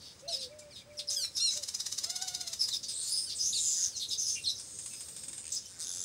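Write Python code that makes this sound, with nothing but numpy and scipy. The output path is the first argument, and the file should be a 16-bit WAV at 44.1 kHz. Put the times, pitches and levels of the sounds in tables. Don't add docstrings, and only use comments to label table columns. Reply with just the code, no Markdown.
import sys
import numpy as np
from scipy import signal
from scipy.fft import rfft, irfft
from scipy.io import wavfile
from scipy.ndimage import uniform_filter1d

SR = 44100
rng = np.random.default_rng(int(sys.argv[2]) if len(sys.argv) > 2 else 0)


def pcm_store(signal):
    levels = np.round(np.clip(np.atleast_2d(signal), -1, 1) * 32767)
    wavfile.write(sys.argv[1], SR, levels.astype(np.int16).T)


def invert_db(x):
    u = np.asarray(x, float) / 20
    return 10 ** u


N = 266364
TIME = np.arange(N) / SR
CUTOFF_HZ = 15750


def rms_one(x):
    return x / np.sqrt(np.mean(np.abs(x) ** 2) + 1e-20)


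def at_hz(points, hz):
    return np.interp(np.log(hz + 1), np.log(np.array(points)[:, 0]), np.array(points)[:, 1])


def coloured(x, spectrum):
    gain = invert_db(at_hz(spectrum, np.fft.rfftfreq(len(x), 1 / SR)))
    return irfft(rfft(x) * rms_one(gain), len(x))


def wobble(size, width_hz):
    settle = 600
    white = rng.standard_normal(size + settle) + 1j * rng.standard_normal(size + settle)
    lowpass = signal.butter(3, width_hz / 2, fs=SR, output="sos")
    return rms_one(signal.sosfilt(lowpass, white)[settle:])


def note(rows, fade_s=0.0065):
    s, *columns = np.transpose(rows)
    s = np.maximum.accumulate(s)
    span = slice(max(round(s[0] * SR), 0), min(round(s[-1] * SR), N))
    t = TIME[span]
    fade = np.clip(np.minimum(t - s[0], s[-1] - t) / fade_s, 0, 1)
    return span, fade, [np.interp(t, s, c) for c in columns]


def turns(hz):
    return np.exp(2j * np.pi * np.cumsum(hz) / SR)


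# [f/Hz, relative level per Hz/dB]
TRAFFIC_SPECTRUM = [(13, -63), (22, -31), (86, 1.5), (168, -6), (450, -11), (580, -9.5), (990, -120)]
TRAFFIC_DB = -62.5


def traffic_hum():
    drift_db = 1.5 * wobble(N, 5.).real
    return invert_db(TRAFFIC_DB + drift_db) * coloured(rng.standard_normal(N), TRAFFIC_SPECTRUM)


# [f/Hz, level/dB]
STEADY_TONES = [(1670, -84), (14150, -91)]


def steady_tones():
    tones = np.zeros(N)
    for hz, level_db in STEADY_TONES:
        wavering = turns(np.full(N, hz)) * (1 + .5 * wobble(N, 7.7))
        tones += invert_db(level_db) * wavering.real
    return tones


# [f/Hz, relative level per Hz/dB]
LEAF_SPECTRUM = [(150, -65), (250, -17), (509, 9.5), (1060, 7.5), (2470, 5.5), (4690, -3), (6990, -50),
                 (8610, -16), (9550, -21), (10800, -101), (15800, 4)]
LEAF_DB = -63.5


def leaf_hiss():
    drift_db = 1.03 * wobble(N, 5.7).real
    return invert_db(LEAF_DB + drift_db) * coloured(rng.standard_normal(N), LEAF_SPECTRUM)


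# [t/s, level/dB]
CHORUS_LEVEL = [(0, -65), (.95, -66), (1.3, -59), (1.6, -53), (2.8, -54), (4.5, -56), (5.6, -60),
                (6.04, -60)]
# [f/Hz, relative level per Hz/dB]
WASH_SPECTRUM = [(880, -44), (1500, -38.5), (2530, -8.5), (5040, 8), (6970, 3), (8490, 4), (12100, -10),
                 (15800, -9)]


def far_colony():
    flicker_db = 2.5 * wobble(N, 16.).real
    level = invert_db(np.interp(TIME, *np.transpose(CHORUS_LEVEL)) + flicker_db)
    return level * coloured(rng.standard_normal(N), WASH_SPECTRUM)


# [t/s, length/s, early f/Hz, last f/Hz, level at the middle/dB]
COOS = [(0.222, .065, 580, 588, -45.5), (0.263, 0.092, 735, 553, -44.5), (.33, 0.162, 553, 481, -51.5),
        (0.487, 0.24, 614, 572, -52), (0.847, .42, 598.7, 551, -55.5), (1.542, 0.12, 628, 501, -53.5)]
COO_SCOOP, COO_SCOOP_S = 0.16, .018
COO_FALL_DB = 6.5


def dove():
    out = np.zeros(N)
    for start, length, early_hz, last_hz, level_db in COOS:
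        span, fade, (u,) = note([(start, 0), (start + length, 1)], fade_s=0.024)
        scoop = 1 - COO_SCOOP * np.exp(-u * length / COO_SCOOP_S)
        hz = (early_hz + (last_hz - early_hz) * u ** 1.7) * scoop
        tone = turns(hz) * (1 + 0.094 * wobble(len(hz), 72.0))
        out[span] += fade * invert_db(level_db - COO_FALL_DB * (u - .5)) * tone.real
    return out


# [t/s, fundamental f/Hz, relative level/dB]
MEW_CONTOUR = [(2.0, 535.8, -71), (2.092, 709, -60), (2.268, 751, -59.5), (2.3, 715, -60.5),
               (2.384, 733, -63), (2.436, 704, -62), (2.486, 666, -68), (2.534, 661, -67), (2.59, 526, -84)]
MEW_PARTIALS_DB = [2, -4, -6.5, -5.5, -3, 2.5, -21]


def mew():
    out = np.zeros(N)
    span, fade, (hz, level_db) = note(MEW_CONTOUR, fade_s=0.0074)
    hz = hz * (1 + .018 * wobble(len(hz), 30.).real)
    for k, partial_db in enumerate(MEW_PARTIALS_DB, start=1):
        tone = turns(k * hz) * (1 + 0.33 * wobble(len(hz), 79.0))
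        out[span] += fade * invert_db(level_db + partial_db + 3.5) * tone.real
    return out


# [t/s, relative level/dB]
CLICKS = [(3.8702, -42), (4.09, -37), (4.5975, -32.5), (4.7882, -30), (4.8607, -28), (4.935, -30),
          (5.0071, -28.5), (5.0852, -31.5), (5.1645, -30), (5.235, -30.5), (5.2824, -29), (5.3306, -29.5),
          (5.3796, -29.5)]
# [f/Hz, relative level per Hz/dB]
CLICK_SPECTRUM = [(410, -73), (700, -19), (1970, -15), (2730, -12), (5640, -11.5), (8320, 2.5),
                  (10100, -10), (15500, -50)]


def clicks():
    shape = np.zeros(N)
    for start, level_db in CLICKS:
        t = np.maximum(TIME - start, 0)
        decay = np.exp(-t / 0.0055) + 0.39 * np.exp(-t / 0.022)
        shape += (t > 0) * invert_db(level_db - 13.0) * decay
    return coloured(shape * rng.standard_normal(N), CLICK_SPECTRUM)


# [t/s, length/s, first f/Hz, last f/Hz, level/dB, bend: over 1 moves early, under 1 late]
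WHISTLES = [(0.24, 0.1, 2600, 2830, -62, 1.9), (0.277, 0.021, 4280, 4000, -36.5, 0.66),
            (0.279, 0.016, 6130, 5770, -41, 1), (4.087, 0.011, 5550, 7000, -36, 1.4),
            (0.971, 0.042, 5900, 3200, -38.5, 0.68), (1.073, 0.028, 5840, 4950, -34.5, 2.2),
            (1.078, 0.045, 4400, 4050, -45, 3), (1.35, 0.036, 5530, 3950, -35, .45),
            (1.368, 0.052, 3850, 3590, -43, 1.5), (1.501, 0.043, 2320, 2150, -54.5, 1.2),
            (2.59, .06, 5480, 4750, -28, 0.99), (2.708, 0.039, 4400, 3600, -33, 1.44),
            (2.829, 0.045, 4850, 4560, -40, 1.5), (2.882, 0.027, 9640, 9300, -39.5, 1.6),
            (2.913, 0.022, 9800, 8400, -47, 1.8), (3.347, 0.03, 9400, 5760, -41, 1.1),
            (3.526, 0.012, 4300, 3600, -31.5, 1.14), (3.533, 0.065, 5010, 3750, -30, 1.45),
            (4.354, 0.036, 2420, 2460, -48, 1.1), (4.354, 0.042, 2850, 2714, -40, 1.3),
            (4.439, 0.028, 6000, 4760, -37, 0.87), (4.904, 0.068, 2620, 2575, -54, 0.67),
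            (5.355, 0.06, 2950, 2840, -66, 1.5), (4.433, 0.036, 4220, 3110, -42, 1.17),
            (4.457, 0.051, 4410, 3850, -27, 1.12), (4.552, 0.019, 6500, 5150, -43, 0.61),
            (5.52, 0.0094, 4750, 8000, -27.5, 2.06), (5.545, 0.0087, 5520, 7970, -32, 2.4),
            (5.564, 0.0196, 4900, 5420, -35.5, 1.5), (5.628, .06, 3070, 3040, -59.5, 1.1),
            (5.656, 0.013, 4856, 6030, -40.5, 2.9)]
# [length/s, first f/Hz, last f/Hz, level/dB, bend]
PEEP = (.031, 2440, 2230, -59, 1.2)
PEEP_S, PEEP_GAP_S = .511, .097
OCTAVE_DB = -16.5


def whistles():
    out = np.zeros(N)
    peeps = [(PEEP_S + k * PEEP_GAP_S, *PEEP) for k in range(5)]
    for start, length, from_hz, to_hz, level_db, bend in WHISTLES + peeps:
        at = round(start * SR)
        u = np.linspace(0, 1, round(length * SR))
        hz = to_hz + (from_hz - to_hz) * (1 - u) ** bend
        tone = turns(hz) * (0.64 + 0.37 * wobble(len(u), 770.0))
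        envelope = np.abs(np.sin(np.pi * u)) ** 0.4
        out[at:at + len(u)] += invert_db(level_db) * envelope * (tone + invert_db(OCTAVE_DB) * tone ** 2).real
    return out


# [t/s, length/s, first f/Hz, middle f/Hz, last f/Hz, share of the note before the middle,
# level before the throat/dB]
SQUEALS = [(.284, .075, 2060, 1429, 1280, 0.28, -37), (.385, .055, 1462, 1300, 1192, .45, -42),
           (0.7, .11, 1950, 1352, 1223, .38, -53), (1.158, 0.11, 1730, 1485, 1292, .52, -33),
           (1.393, 0.11, 1296, 1417, 1253, .45, -30.5), (2.583, 0.05, 1341, 1295, 1200, .45, -58),
           (3.261, 0.055, 1670, 1488, 1330, .45, -39.5), (3.913, 0.072, 1750, 1447, 1320, .45, -46)]
# [f/Hz, gain/dB]
THROAT = [(1200, -36), (2800, -21), (3400, -12), (4000, 0), (5500, -4), (7000, -16), (8400, -10),
          (10000, -17), (11500, -30), (16000, -45)]
SQUEAL_ROUGH, SQUEAL_FADE_S = 0.093, 0.01
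SQUEAL_FLICKER_DB = 3


def squeals():
    out = np.zeros(N)
    for start, length, first_hz, middle_hz, last_hz, share, level_db in SQUEALS:
        span, fade, (u,) = note([(start, 0), (start + length, 1)], fade_s=SQUEAL_FADE_S)
        u = 2 * u ** (np.log(.5) / np.log(share)) - 1
        curve_hz = (first_hz + last_hz) / 2 - middle_hz
        hz = middle_hz + u * (last_hz - first_hz) / 2 + u ** 2 * curve_hz
        stack = 0
        for k in range(1, 11):
            rough = np.clip(SQUEAL_ROUGH * k / 2, 0, 1)
            gain = invert_db(at_hz(THROAT, k * hz) + SQUEAL_FLICKER_DB * wobble(len(hz), 44.0).real)
            gain = gain * (k * hz < SR / 2.5)
            stack = stack + gain * turns(k * hz) * (1 - rough + rough * wobble(len(hz), 640.0))
        out[span] += fade * invert_db(level_db) * stack.real
    return out


# [t/s, length/s, centre f/Hz, level/dB, bandwidth/Hz]
BUZZES = [(0, .14, 4590, -54, 2470), (0.319, 0.068, 4670, -41.5, 2470), (0.405, .06, 4580, -43.5, 2040),
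          (0.586, 0.025, 7500, -53, 5100), (0.753, 0.057, 3780, -53, 1170),
          (0.99, 0.021, 4260, -40.5, 2180), (1.097, 0.063, 6100, -35.5, 1995),
          (1.237, 0.021, 2460, -49, 1840), (1.362, 0.035, 5490, -33.5, 1480),
          (1.496, 0.085, 5970, -38.5, 3040), (2.601, 0.062, 5100, -35.5, 600),
          (2.726, 0.049, 5160, -37, 1500), (2.828, 0.03, 5800, -42.5, 3100), (2.88, 0.052, 4986, -42, 2750),
          (3.012, 0.12, 7200, -43.5, 1600), (3.145, .12, 8900, -42.5, 1200),
          (3.29, 0.061, 4740, -42.5, 2187), (3.355, 0.043, 8000, -44.5, 1490),
          (3.385, 0.058, 5020, -44, 600), (3.522, .14, 8470, -46.5, 800), (3.568, 0.04, 5450, -44, 1510),
          (3.617, .28, 6100, -42.5, 892), (3.626, 0.29, 5000, -50, 505), (3.75, 0.16, 1750, -66, 583),
          (3.957, 0.045, 5960, -41, 1870), (3.995, 0.069, 4063, -40, 1110), (4.098, 0.06, 3810, -43, 656),
          (4.105, 0.051, 4950, -39.5, 856), (4.078, 0.1, 6300, -51, 940), (4.176, 0.092, 6090, -36.5, 1250),
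          (4.254, 0.0615, 5180, -42, 800), (4.261, .11, 6130, -38, 1480), (4.264, 0.15, 9000, -51, 2200),
          (4.419, 0.033, 8330, -52, 1011), (4.484, 0.042, 5510, -39, 1220), (4.56, .07, 5320, -47.5, 1210),
          (4.597, 0.48, 6540, -57, 940), (4.922, 0.14, 5000, -57, 695), (5.15, 0.11, 5260, -58.5, 3005),
          (5.425, 0.24, 6530, -53, 5300), (5.519, 0.076, 6090, -42.5, 2660), (5.614, 0.24, 7160, -58, 3950),
          (5.79, 0.053, 8220, -43, 2020), (5.793, .32, 6170, -46.5, 1330), (5.8, 0.27, 3520, -59.5, 601),
          (5.86, 0.41, 7600, -49.5, 1506), (5.797, 0.32, 10500, -55.5, 1200),
          (0.192, 0.029, 6500, -59.5, 5100), (0.982, 0.035, 8870, -52.5, 2500),
          (1.095, 0.027, 9100, -43, 2500), (3.37, 0.55, 10670, -56, 1310), (4.0, .07, 10900, -59, 1510),
          (4.803, 0.58, 13500, -67, 4000), (3.527, 0.082, 2720, -59, 497), (3.052, 0.095, 12400, -55, 2500),
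          (1.117, .16, 12050, -53, 4530), (4.206, 0.053, 10970, -56.5, 1994),
          (5.662, 0.094, 8770, -60.5, 1300), (5.428, 0.084, 2550, -61, 1557),
          (5.679, 0.41, 1453, -66, 1230)]
# [t/s, centre f/Hz, level/dB, relative level of the octave band/dB]
WHEEZES = [
    [(2.88, 4240, -70.5, 24), (2.95, 3990, -50.5, 10), (3.0, 4260, -46.5, 8.5), (3.06, 4365, -46, 0.5),
     (3.13, 4866, -38, 2.5), (3.2, 5120, -41, -15), (3.28, 5055, -60, 10)],
    [(3.38, 5790, -46, -30), (3.46, 6020, -33, -33), (3.54, 6930, -45.5, -20), (3.68, 7180, -36.5, -32),
     (3.79, 6930, -42, -33), (3.84, 6350, -35.5, -31), (3.89, 6220, -43, -25)],
    [(4.58, 8460, -57, -30), (4.72, 8280, -54.5, -30), (4.85, 8500, -51, -32), (5.0, 8430, -56.5, -30),
     (5.3, 8260, -55, -30), (5.57, 8390, -50.5, -30)],
]
WHEEZE_WIDTH_HZ = [520, 1300, 2300]
# [t/s, mean pulse rate/Hz, sharpness of each pulse]
PULSING = [(0, 460, 2.5), (2.898, 328, 8.5), (3.38, 235, 1.3), (3.639, 150, 1.1), (3.901, 190, 2.6),
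           (3.951, 280, 3), (4.18, 220, 0.94), (4.399, 290, 2.88), (5.4, 230, 2.2), (5.433, 80, 7),
           (5.501, 80, 5.7), (5.529, 250, 1.6), (5.79, 160, 11.2), (5.845, 160, 11), (5.878, 89, 6.5)]
# [f/Hz, relative level per Hz/dB]
RASP_SPECTRUM = [(470, -53), (800, -31.5), (1130, -27), (1770, -24.5), (2030, -25.5), (3330, -22.5),
                 (3910, -11), (5890, -6.5), (8440, -16.5), (9320, -20.5), (15500, -29)]
BUZZ_SAG_HZ, BUZZ_OCTAVE_DB = 255.8, -15.5
BUZZ_ATTACK, BUZZ_RELEASE = 0.24, 0.48
BUZZ_BREATH_DB, WHEEZE_BREATH_DB = -13, -14
PULSE_JITTER, PULSE_RING = .025, .9
PULSE_LEAK, OCTAVE_TOP_HZ = 0.28, 11500


def buzzes():
    s, per_s, sharp = np.transpose(PULSING)
    per_s = np.interp(TIME, s, per_s) * (1 + PULSE_JITTER * wobble(N, 80.).real)
    cycle = np.cumsum(per_s) / SR
    since = cycle % 1 / per_s
    sharp = np.maximum(np.interp(TIME, s, sharp), .1)
    strength = invert_db(0.5 * rng.standard_normal(N))[cycle.astype(int)]
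    level_power = np.sqrt(2 * sharp / (1 - np.exp(-2 * sharp)))
    gate = strength * np.exp(-sharp * (cycle % 1)) * level_power
    gate = PULSE_LEAK + uniform_filter1d(uniform_filter1d(gate, size=24), size=24)
    impulses = strength * np.diff(np.floor(cycle), prepend=0)
    snap = sharp * coloured(rms_one(impulses), RASP_SPECTRUM)
    breath = invert_db(-13) * snap + coloured(gate * rng.standard_normal(N), WASH_SPECTRUM)
    out = np.zeros(N)

    def add(span, envelope, hz, width_hz, octave_db, breath_db):
        size = len(hz)
        afresh = np.exp(2j * np.pi * hz * since[span]) / turns(hz)
        afresh = signal.lfilter(np.ones(30) / 30, 1, afresh)
        band = turns(hz) * (PULSE_RING * afresh + wobble(size, width_hz))
        octave = invert_db(octave_db) * (2 * hz < OCTAVE_TOP_HZ) * turns(2 * hz) * wobble(size, 1030.0)
        third = invert_db(-21.0) * (3 * hz < CUTOFF_HZ) * turns(3 * hz) * wobble(size, 1200.0)
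        voiced = gate[span] * (band + octave + third).real
        out[span] += envelope * (voiced + invert_db(breath_db) * breath[span])

    for start, length, centre_hz, level_db, width_hz in BUZZES:
        span, _, (u,) = note([(start, 0), (start + length, 1)])
        ramps = np.clip(np.minimum(u / BUZZ_ATTACK, (1 - u) / BUZZ_RELEASE), 0, 1)
        hz = centre_hz - BUZZ_SAG_HZ * (u - .5)
        add(span, invert_db(level_db) * np.sqrt(ramps), hz, width_hz, BUZZ_OCTAVE_DB, BUZZ_BREATH_DB)
    for rows, width_hz in zip(WHEEZES, WHEEZE_WIDTH_HZ):
        span, fade, (hz, level_db, octave_db) = note(rows)
        add(span, fade * invert_db(level_db), hz, width_hz, octave_db, WHEEZE_BREATH_DB)
    return out


# [t/s at 4 ms before the peak, relative level/dB]
CHATTER = [(0.193, -48), (0.5916, -43), (1.534, -32), (1.5716, -24), (1.6322, -24.5), (1.6857, -23.5),
           (1.7461, -24), (1.8019, -23), (1.8635, -22), (1.923, -23.5), (1.9836, -21), (2.041, -21),
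           (2.1006, -22), (2.16, -22.5), (2.221, -23), (2.281, -22.5), (2.3469, -23.5), (2.4095, -24.5),
           (2.4754, -23.5), (2.5322, -23.5), (2.686, -22)]
CHATTER_HZ = 1001
CHATTER_SWELL_S, CHATTER_DIE_S = 0.0064, .0036


def chatter():
    out = np.zeros(N)
    t = np.arange(-.03, .04, 1 / SR)
    for start, level_db in CHATTER:
        detune = rng.standard_normal()
        decay = np.exp(-np.where(t < 0, -t / CHATTER_SWELL_S, t / CHATTER_DIE_S))
        hz = CHATTER_HZ * (1 + 0.0301 * detune + 0.085 * np.tanh(t / 0.012))
        stack = sum(turns(k * hz) * (0.69 + wobble(len(t), 680.0)) for k in range(1, 15)).real
        hoarse = rms_one(stack) + .5 * rng.standard_normal(len(t))
        at = round((start + .004 + t[0]) * SR)
        out[at:at + len(t)] += invert_db(level_db - 11.5) * decay * hoarse
    return coloured(out, RASP_SPECTRUM)


TREE_T60_S, TREE_DB = .17, -4


def tree(x):
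    t = TIME[:SR // 3]
    tail = rng.standard_normal(len(t)) * invert_db(-60 * t / TREE_T60_S) * (t > .002)
    return x + invert_db(TREE_DB) * signal.fftconvolve(x, tail / np.sqrt(np.sum(tail ** 2)))[:N]


def scene():
    background = traffic_hum() + steady_tones() + leaf_hiss() + far_colony()
    birds = dove() + mew() + clicks() + whistles() + squeals() + buzzes() + chatter()
    return np.tile(tree(birds) + background, (2, 1))


def top_cut(x):
    return signal.sosfilt(signal.butter(12, 16460, fs=SR, output="sos"), x)


# [f/Hz, width at half the dB gain/Hz, gain/dB]
PORT = [(3650, 350, 5), (5100, 300, 5), (6400, 400, 4), (7100, 300, 3), (8350, 450, 5), (10700, 1000, 5),
        (12600, 1400, -5)]


def record(dry):
    hz = np.fft.rfftfreq(N, 1 / SR)
    port_db = np.zeros(len(hz))
    for centre_hz, width_hz, peak_db in PORT:
        port_db += peak_db / (1 + ((hz - centre_hz) / (width_hz / 2)) ** 2)
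    mix = irfft(rfft(dry) * invert_db(port_db) * (hz < CUTOFF_HZ), N)
    return top_cut(mix)


dry = scene()
out = record(dry)
pcm_store(out)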